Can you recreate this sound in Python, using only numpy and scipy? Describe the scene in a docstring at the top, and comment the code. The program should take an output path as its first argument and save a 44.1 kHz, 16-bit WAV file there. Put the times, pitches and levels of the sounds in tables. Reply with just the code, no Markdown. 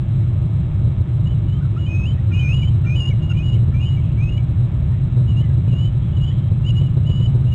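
"""A treetop by the sea, heard from afar: two eagles trade thin whistled notes, each a gliding, wavering sine.
Short hoarse chirps, yelps and a diffuse twitter are the same kind of tone with a rougher voice.
Wind, as coloured noise, booms in the microphone housing over a distant wash and a mains buzz of summed harmonics.
The loudest gusts clip the narrow-band line, and a crude change of sample rate mirrors the notes into the treble."""
import sys
import numpy as np
from scipy import signal
from scipy.fft import rfft, irfft, next_fast_len
from scipy.io import wavfile
from scipy.ndimage import uniform_filter1d, map_coordinates

SR = 44100
rng = np.random.default_rng(int(sys.argv[2]) if len(sys.argv) > 2 else 0)


def persist_wave(psi):
    """Save psi, clipped to +-1, as 16-bit WAV."""
    counts = np.round(np.clip(psi, -1, 1) * 32767).astype(np.int16)
    wavfile.write(sys.argv[1], SR, np.atleast_2d(counts).T)


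def volts(x):
    """Linear amplitude factor 10**(x/20) for a level x in dB, scalar or array-like."""
    e = np.asarray(x, float) / 20
    return 10 ** e


N = 332514  # samples

# Level of the housing boom, with some quick dips and swells. Each row: time in seconds, rms level in dB.
BOOM_LEVEL = [(0.0, -17), (0.4, -16), (0.84, -17), (0.86, -12), (0.94, -21), (1.01, -12.5), (1.05, -23),
              (1.17, -15), (1.76, -17), (2.35, -14.5), (3.0, -15), (3.04, -25), (3.09, -14), (4.96, -15.5),
              (5.67, -13), (5.92, -16), (7.43, -13.5), (7.54, -15.5)]
# Spectrum of the boom. Each row: frequency in Hz, relative density in dB per Hz.
BOOM_SPECTRUM = [(8.8, -45.5), (15, -20.5), (123, 3), (141, -1), (211, -20.5), (300, -32.5), (390, -66),
                 (660, -120)]
# Spectrum of the wash of leaves and water. Each row: frequency in Hz, relative density in dB per Hz.
WASH_SPECTRUM = [(200, -4.5), (270, -6.5), (340, 2), (420, -11), (500, -13.5), (600, -8.5), (720, -18.5),
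                 (1000, -18), (1350, -22.5), (1700, -27), (2500, -28), (3300, -33.5), (4000, -38.5),
                 (4250, -59)]
# Mains harmonics, nearly all odd. Each row: approximate frequency in Hz, rms level in dB.
MAINS_HARMONICS = [(662.1, -61.5), (780.6, -60.5), (899.0, -64), (1017, -67), (1141, -65), (1260, -62.5),
                   (1378, -67), (1502, -75), (1620, -71.5), (1739, -67), (1857, -73), (1981, -91),
                   (2099, -70), (2218, -66.5), (2342, -70.5), (2579, -69.5), (2697, -71), (2821, -67),
                   (2939, -80.5), (3058, -70.5), (3182, -70), (3300, -67.5), (3418, -77), (3542, -69),
                   (3661, -74), (3779, -72.5), (3860, -86), (3898, -76.5), (4032, -83.5), (4221, -85)]
# Faint hoarse chirps further off. Each row: start in seconds, length in seconds, from Hz, to Hz, peak level in dB.
FAR_CHIRPS = [(.1, 0.035, 1327, 1252, -53.5), (.2, 0.042, 2075, 1750, -55.5), (.225, .03, 2220, 2170, -58),
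              (1.75, 0.046, 2420, 2780, -57), (2.17, .04, 1870, 1985, -50.5),
              (2.843, .03, 2615, 2870, -45.5), (4.91, .05, 1817, 1863, -52), (4.93, .07, 2175, 1876, -55.5),
              (5.4, 0.064, 1747, 1733, -56.5), (5.41, 0.13, 2106, 1918, -54),
              (5.675, .025, 2633, 2430, -50.5), (6.02, 0.046, 3270, 3325, -55),
              (5.49, .04, 1633, 1620, -56), (6.3, 0.035, 1678, 2190, -51)]
# The first eagle's wavering calls, one list per call. Each row: time in seconds, pitch in Hz, level in dB.
FIRST_CALLS = [
    [(1.25, 2938, -63.5), (1.262, 2883, -49.5), (1.274, 2892, -39.5), (1.29, 3004, -52.5),
     (1.32, 3026, -47.5), (1.35, 2881, -59)],
    [(1.47, 2955, -68), (1.484, 2946, -51), (1.522, 2949, -52), (1.536, 3052, -48), (1.564, 3113, -55),
     (1.6, 3167, -62)],
    [(1.77, 2705, -73), (1.782, 2773, -54), (1.788, 2936, -51.5), (1.796, 2897, -46.5), (1.854, 2870, -44),
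     (1.868, 3050, -42), (1.9, 2988, -57), (1.912, 2864, -57.5), (1.93, 2924, -64)],
    [(2.32, 2835, -57.5), (2.334, 2785, -45), (2.346, 2865, -37.5), (2.388, 2894, -43),
     (2.394, 2990, -37.5), (2.424, 3044, -42.5), (2.442, 3040, -53), (2.45, 2745, -56),
     (2.455, 2740, -50.5)],
    [(3.21, 2801, -63), (3.228, 2833, -41.5), (3.29, 2880, -51.5), (3.3, 2858, -35.5), (3.32, 2724, -35),
     (3.348, 2976, -58), (3.372, 2910, -41.5), (3.39, 2960, -40), (3.41, 3025, -70)],
    [(5.26, 2845, -68.5), (5.284, 2940, -43), (5.312, 2903, -42), (5.352, 2750, -59.5), (5.376, 2800, -40),
     (5.418, 3005, -43.5), (5.432, 3056, -62.5), (5.444, 2945, -45.5), (5.46, 2967, -70.5)],
    [(5.67, 2850, -67.5), (5.692, 2943, -45.5), (5.708, 2917, -52.5), (5.728, 2823, -44),
     (5.756, 2801, -45), (5.808, 2952, -39.5), (5.868, 3021, -42), (5.886, 2988, -45), (5.92, 2882, -70.5)],
    [(6.12, 2901, -61.5), (6.128, 2940, -51.5), (6.16, 2973, -57.5), (6.174, 2980, -40.5),
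     (6.19, 2841, -53.5), (6.248, 2910, -35), (6.258, 2974, -52), (6.282, 3003, -37.5), (6.32, 2930, -50.5)],
    [(6.63, 2847, -75), (6.646, 2741, -43.5), (6.682, 3024, -35), (6.71, 2843, -33.5), (6.728, 2846, -62),
     (6.776, 2896, -35), (6.832, 2988, -50), (6.878, 2892, -45.5), (6.89, 2779, -69)],
    [(7.04, 2811, -63.5), (7.052, 2804, -51.5), (7.074, 2956, -39.5), (7.092, 2955, -43),
     (7.124, 2917, -38), (7.254, 2988, -41), (7.264, 2980, -36), (7.276, 2940, -45.5), (7.3, 2936, -65)],
    [(7.46, 2745, -69), (7.47, 2732, -51.5), (7.48, 2877, -45.5), (7.508, 2918, -55), (7.528, 2860, -39.5),
     (7.54, 2839, -41)],
    [(3.79, 2696, -59), (3.81, 2770, -40), (3.845, 2950, -39), (3.872, 3030, -38), (3.9, 3000, -51)],
]
# Low husky yelps. Each row: start in seconds, length in seconds, from Hz, to Hz, peak level in dB.
HUSKY_YELPS = [(1.565, 0.065, 1183, 1226, -47), (1.605, .055, 1427, 1540, -47),
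               (1.635, 0.06, 1368, 1324, -50), (1.762, .035, 1262, 1447, -41),
               (3.3, 0.037, 1352, 1463, -40.5)]
# The second eagle's opening climbs in the lower register, one list per call.
# Each row: time in seconds, pitch in Hz, level in dB.
LOWER_REGISTER = [
    [(1.86, 2630, -53), (1.872, 2430, -44.5), (1.904, 2498, -36.5), (2.044, 2567, -36.5),
     (2.056, 2670, -37), (2.062, 2583, -42)],
    [(2.31, 2667, -62), (2.324, 2353, -39.5), (2.356, 2515, -38), (2.466, 2405, -30.5), (2.524, 2627, -33),
     (2.53, 2613, -48.5)],
    [(2.855, 2586, -56.5), (2.861, 2365, -49), (2.871, 2360, -36), (2.935, 2476, -33.5), (2.949, 2536, -34),
     (2.968, 2497, -51.5)],
    [(3.34, 2360, -57), (3.354, 2324, -41.5), (3.36, 2500, -58.5), (3.372, 2425, -42), (3.416, 2510, -39.5),
     (3.43, 2595, -47)],
    [(3.73, 2253, -69.5), (3.746, 2331, -44), (3.812, 2442, -47.5), (3.818, 2670, -59), (3.832, 2520, -43),
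     (3.86, 2550, -54.5)],
    [(4.17, 2246, -60.5), (4.184, 2273, -44), (4.24, 2544, -37.5), (4.248, 2555, -43.5), (4.292, 2567, -41),
     (4.31, 2654, -62.5)],
]
# Its calls after the voice breaks into the upper register, one list per call.
# Each row: time in seconds, pitch in Hz, level in dB.
UPPER_REGISTER = [
    [(2.05, 2694, -58), (2.058, 2730, -31.5), (2.066, 2884, -39), (2.084, 3063, -35.5), (2.11, 2980, -43.5),
     (2.118, 3160, -42.5), (2.14, 3020, -60.5)],
    [(2.52, 2710, -42), (2.53, 2793, -29.5), (2.552, 2882, -34.5), (2.652, 2948, -37.5), (2.664, 3080, -45),
     (2.684, 3030, -34.5), (2.71, 3290, -65.5)],
    [(2.95, 2726, -66), (2.952, 2737, -42), (2.96, 2955, -33.5), (2.98, 2965, -33.5), (3.04, 2790, -29.5),
     (3.09, 2903, -33), (3.12, 2900, -48.5)],
    [(3.42, 2660, -55), (3.43, 2900, -41), (3.488, 2920, -36), (3.506, 2853, -41), (3.546, 2913, -39),
     (3.558, 3080, -43.5), (3.58, 2910, -72)],
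    [(4.28, 2585, -54), (4.298, 2836, -40), (4.31, 2863, -53), (4.322, 2846, -38.5), (4.368, 2910, -48.5),
     (4.38, 2985, -39), (4.4, 2870, -64.5)],
    [(3.835, 2803, -52), (3.86, 2855, -42), (3.9, 2890, -41), (3.95, 2900, -45), (3.98, 2810, -57.5)],
]
# Short falling notes that close those calls.
# Each row: start in seconds, length in seconds, from Hz, to Hz, peak level in dB.
CLOSING_DROPS = [(2.622, .025, 2384, 2280, -37), (3.103, .03, 2350, 2127, -37),
                 (3.55, 0.03, 2280, 2130, -52), (3.965, .04, 2335, 2222, -45),
                 (4.37, .04, 2350, 2274, -44.5)]
# Throaty catches before a note. Each row: start in seconds, length in seconds, third harmonic from Hz,
# third harmonic to Hz, peak level of that harmonic in dB.
THROATY_CATCHES = [(2.3, 0.049, 1338, 1423, -44.5), (2.84, 0.069, 1343, 1436, -45.5),
                   (3.72, 0.045, 1284, 1390, -49)]
# Diffuse twitter of far birds. 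Each row: start in seconds, length in seconds, from Hz, to Hz,
# peak level of four voices together in dB.
FAR_TWITTER = [(3.95, .25, 3086, 3010, -57.5), (4.0, .2, 2660, 2590, -57), (6.0, .2, 3250, 3240, -56.5),
               (6.2, .32, 3234, 3160, -52.5)]
# The hardest buffets on the housing. Each row: time in seconds, peak level in dB, pitch in Hz.
HARD_BUFFETS = [(6.521, -4.0, 115), (6.819, -4.2, 115), (6.974, -4.3, 118), (7.1, -4.4, 125),
                (7.207, -5.6, 120), (7.355, -4.8, 120)]

PEAK_AT, CHIRP_FROM_DB, CHIRP_TO_DB = .35, -5, -8  # short notes: share of length before the peak, ends re peak
GUSTS_DB, WASH_DB, WASH_SWAY_DB = .5, -40.5, .27  # random swing of the boom; level of the wash and its swing
HASH_DB = -26.5  # gain of the whistle-driven hiss before its band filter
RATE_IN, RATE_OUT = 147, 160  # ratio of the two sample rates


def unit(x):
    """Normalisation to an rms of 1."""
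    return x / np.sqrt(np.mean(x ** 2) + 1e-20)


def along(points, hz):
    """Spectral gain interpolated in dB over log frequency, practically silent outside the points."""
    f, db = np.transpose(points)
    return volts(np.interp(np.log(hz + 1), np.log(f + 1), db, -120, -120))


def wobble(rate, count=N):
    """Band-limited random motion: a spline through random knots, rate of them a second."""
    knots = rng.standard_normal(int(count * rate / SR) + 4)
    return map_coordinates(knots, [np.arange(count) * rate / SR])


def filtered(x, response):
    """Linear filtering as a product of the spectrum and a response of frequency."""
    size = next_fast_len(N + 8192)
    return irfft(rfft(x, size) * response(np.fft.rfftfreq(size, 1 / SR)), size)[..., :N]


def rush(spectrum, patchy_db):
    """Turbulence as coloured noise of rms 1, with random gain over patches of time and frequency."""
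    grains = signal.stft(rng.standard_normal(N), nperseg=512)[2]
    field = uniform_filter1d(rng.standard_normal(grains.shape), 6, 0)
    field = uniform_filter1d(field, 10, 1)
    noise = signal.istft(grains * volts(patchy_db * unit(field)), nperseg=512)[1][:N]
    return unit(filtered(noise, lambda hz: along(spectrum, hz)))


def wind_boom():
    """Resonance of the housing under wind: low coloured noise whose damping grows with its swing."""
    s, boom_db = np.transpose(BOOM_LEVEL)
    t = np.arange(N) / SR
    boom = rush(BOOM_SPECTRUM, patchy_db=0.0)
    swing = np.abs(signal.hilbert(boom, next_fast_len(N))[:N])
    boom = unit(boom / (1 + (swing / 1.75) ** 4) ** 0.19)  # the largest swells level off
    return boom * volts(np.interp(t, s, boom_db) + GUSTS_DB * wobble(7))


def wash():
    """Many small incoherent sources, leaves and water, add up to a gently swaying coloured noise."""
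    return volts(WASH_DB + WASH_SWAY_DB * wobble(2.6)) * rush(WASH_SPECTRUM, patchy_db=1.0)


def mains_buzz():
    """Mains pick-up: harmonics in step make a spike each half cycle, smeared by the line's dispersive delay."""
    t = np.arange(N) / SR
    mains_hz = 59.99
    buzz = np.zeros(N)
    for hz, db in MAINS_HARMONICS:
        cycles = np.round(hz / 60) * mains_hz * t
        lag = 0.95 * (hz / 4000) ** 2  # cycles
        buzz += np.sqrt(2) * volts(db) * np.cos(2 * np.pi * (cycles + lag))
    return buzz


def whistles(notes, partials, hoarse, waver_hz, edge):
    """Frequency modulation makes a tone glide and waver; a hoarse share of random amplitude spreads its line.

    partials: (frequency ratio, dB); hoarse: share of power; edge: fade in seconds."""
    out = np.zeros(N)
    for note in notes:
        s, hz, db = np.transpose(note)
        n = np.arange(round(s[0] * SR), min(N, round(s[-1] * SR)))
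        t = n / SR
        glide = uniform_filter1d(np.interp(t, s, hz), size=SR // 100)
        phase = 2 * np.pi * np.cumsum(glide + waver_hz * wobble(90, count=len(n))) / SR
        fade = np.clip(np.minimum(t - s[0], s[-1] - t) / edge, 0, 1)
        voice = np.sqrt(1 - hoarse) + np.sqrt(hoarse) * wobble(220, count=len(n))
        level = np.sqrt(2) * fade * voice * volts(np.interp(t, s, db))
        out[n] += level * sum(volts(rel_db) * np.sin(ratio * phase) for ratio, rel_db in partials)
    return out


def chirps(rows):
    """A short note as one swell and fade over a straight glide in frequency."""
    notes = []
    for s, span, hz0, hz1, db in rows:
        start = (s, hz0, db + CHIRP_FROM_DB)
        peak = (s + PEAK_AT * span, hz0 + PEAK_AT * (hz1 - hz0), db)
        end = (s + span, hz1, db + CHIRP_TO_DB)
        notes.append([start, peak, end])
    return notes


def far_chirps():
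    """Hoarse tones: random amplitude modulation widens each gliding line into a narrow band."""
    return whistles(chirps(FAR_CHIRPS), [(1, 0)], hoarse=.3, waver_hz=20, edge=.006)


def with_trees(birds):
    """Diffuse scattering among trees: convolution with noise that decays exponentially."""
    t = np.arange(SR // 2) / SR
    trees = rng.standard_normal(len(t)) * volts(-60 * t)  # falls 60 dB a second
    trees = trees / np.linalg.norm(trees)
    return birds + volts(-19) * signal.fftconvolve(birds, trees)[:N]


def first_eagle():
    """A nearly pure whistle: a single partial follows the wavering pitch curve of each call."""
    return whistles(FIRST_CALLS, [(1, 0)], hoarse=.09, waver_hz=10, edge=.003)


def husky_yelps():
    """Low gliding tones roughened by random modulation of both amplitude and frequency."""
    return whistles(chirps(HUSKY_YELPS), [(1, 0)], hoarse=.25, waver_hz=25, edge=.006)


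def second_eagle():
    """Register break of a whistled voice: a low climb, a leap to the upper register, a falling close."""
    low = whistles(LOWER_REGISTER + chirps(CLOSING_DROPS), [(1, 0)], hoarse=.06, waver_hz=10, edge=.003)
    high = whistles(UPPER_REGISTER, [(1, 0)], hoarse=.09, waver_hz=10, edge=.003)
    return low + high


def throaty_catches():
    """Two neighbouring harmonics, the third and fourth, imply a low pitch that is itself absent."""
    return whistles(chirps(THROATY_CATCHES), [(1, 0), (4 / 3, -6)], hoarse=.25, waver_hz=25, edge=.006)


def far_twitter():
    """Incoherent addition: four independent, very hoarse voices blur each note into a band of noise."""
    return whistles(chirps(FAR_TWITTER) * 4, [(1, -6)], hoarse=.9, waver_hz=130, edge=.02)


def buffeted(boom):
    """Transient excitation: a buffet takes over the swing for a few cycles, pulling hard to one side."""
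    t = np.arange(N) / SR
    for at, peak_db, hz in HARD_BUFFETS:
        hold = np.exp(-((t - at) / 0.0084) ** 2)
        boom = boom * (1 - hold) - hold * volts(peak_db) * np.cos(2 * np.pi * hz * (t - at))
    return boom


def scene():
    """Superposition of birds, wind and buzz."""
    air = buffeted(wind_boom()) + wash() + mains_buzz()
    birds = far_chirps() + first_eagle() + husky_yelps() + second_eagle() + throaty_catches() + far_twitter()
    return (air + with_trees(birds))[None]


def lopsided_clip(x):
    """Asymmetric saturation: the amplifier runs out of room sooner on one side.

    Each flat top blanks the whistle for a millisecond or two."""
    top = np.where(x > 0, .345, .75)
    return x / (1 + np.abs(x / top) ** 16) ** (1 / 16)


def narrow_line(x):
    """Band limiting: a series capacitor tilts the flat tops, a steep low-pass ends the band, and hiss is added."""
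    def response(hz):
        coupling = 1j * hz / (25 + 1j * hz)
        return coupling / np.sqrt(1 + (hz / 4150) ** 40)
    return filtered(x, response) + volts(-72.0) * rng.standard_normal(N)  # hiss of the receiving end


def whistle_hash(line):
    """Multiplicative noise: hiss that rides on whatever lies above about 2 kHz, heard over the band edge."""
    whistle = filtered(line, lambda hz: 1 / np.sqrt(1 + (2000 / (hz + 1)) ** 12))
    noise = whistle * rng.standard_normal(N)
    return volts(HASH_DB) * filtered(noise, lambda hz: (hz > 4300) & (hz < 6500))


def crude_rate_change(line):
    """Periodic timing error: repeating samples instead of interpolating creates sidebands."""
    # a repeat every eleventh sample or so is a sawtooth in time: sidebands at multiples of 3900 Hz
    repeated = line[:, np.arange(N * RATE_OUT // RATE_IN) * RATE_IN // RATE_OUT]
    back = signal.resample_poly(repeated, RATE_IN, RATE_OUT, axis=1)
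    back = np.pad(back, ((0, 0), (0, 2)))[:, :N]
    return filtered(back, lambda hz: 1 / np.sqrt(1 + (hz / 9150) ** 60))


def band_limit(x):
    """A steep low-pass at the top of the band."""
    return signal.sosfilt(signal.butter(12, 15480, fs=SR, output="sos"), x)


def record(dry):
    """Distortion in series: lopsided clipping, a narrow line, a crude rate change and a last hard rail."""
    line = narrow_line(lopsided_clip(dry))
    line = line + whistle_hash(line)
    back = crude_rate_change(line)
    finished = np.maximum(back, -.545)  # the deepest swings hit the other rail and tick
    return band_limit(finished)


dry = scene()
out = record(dry)
persist_wave(out)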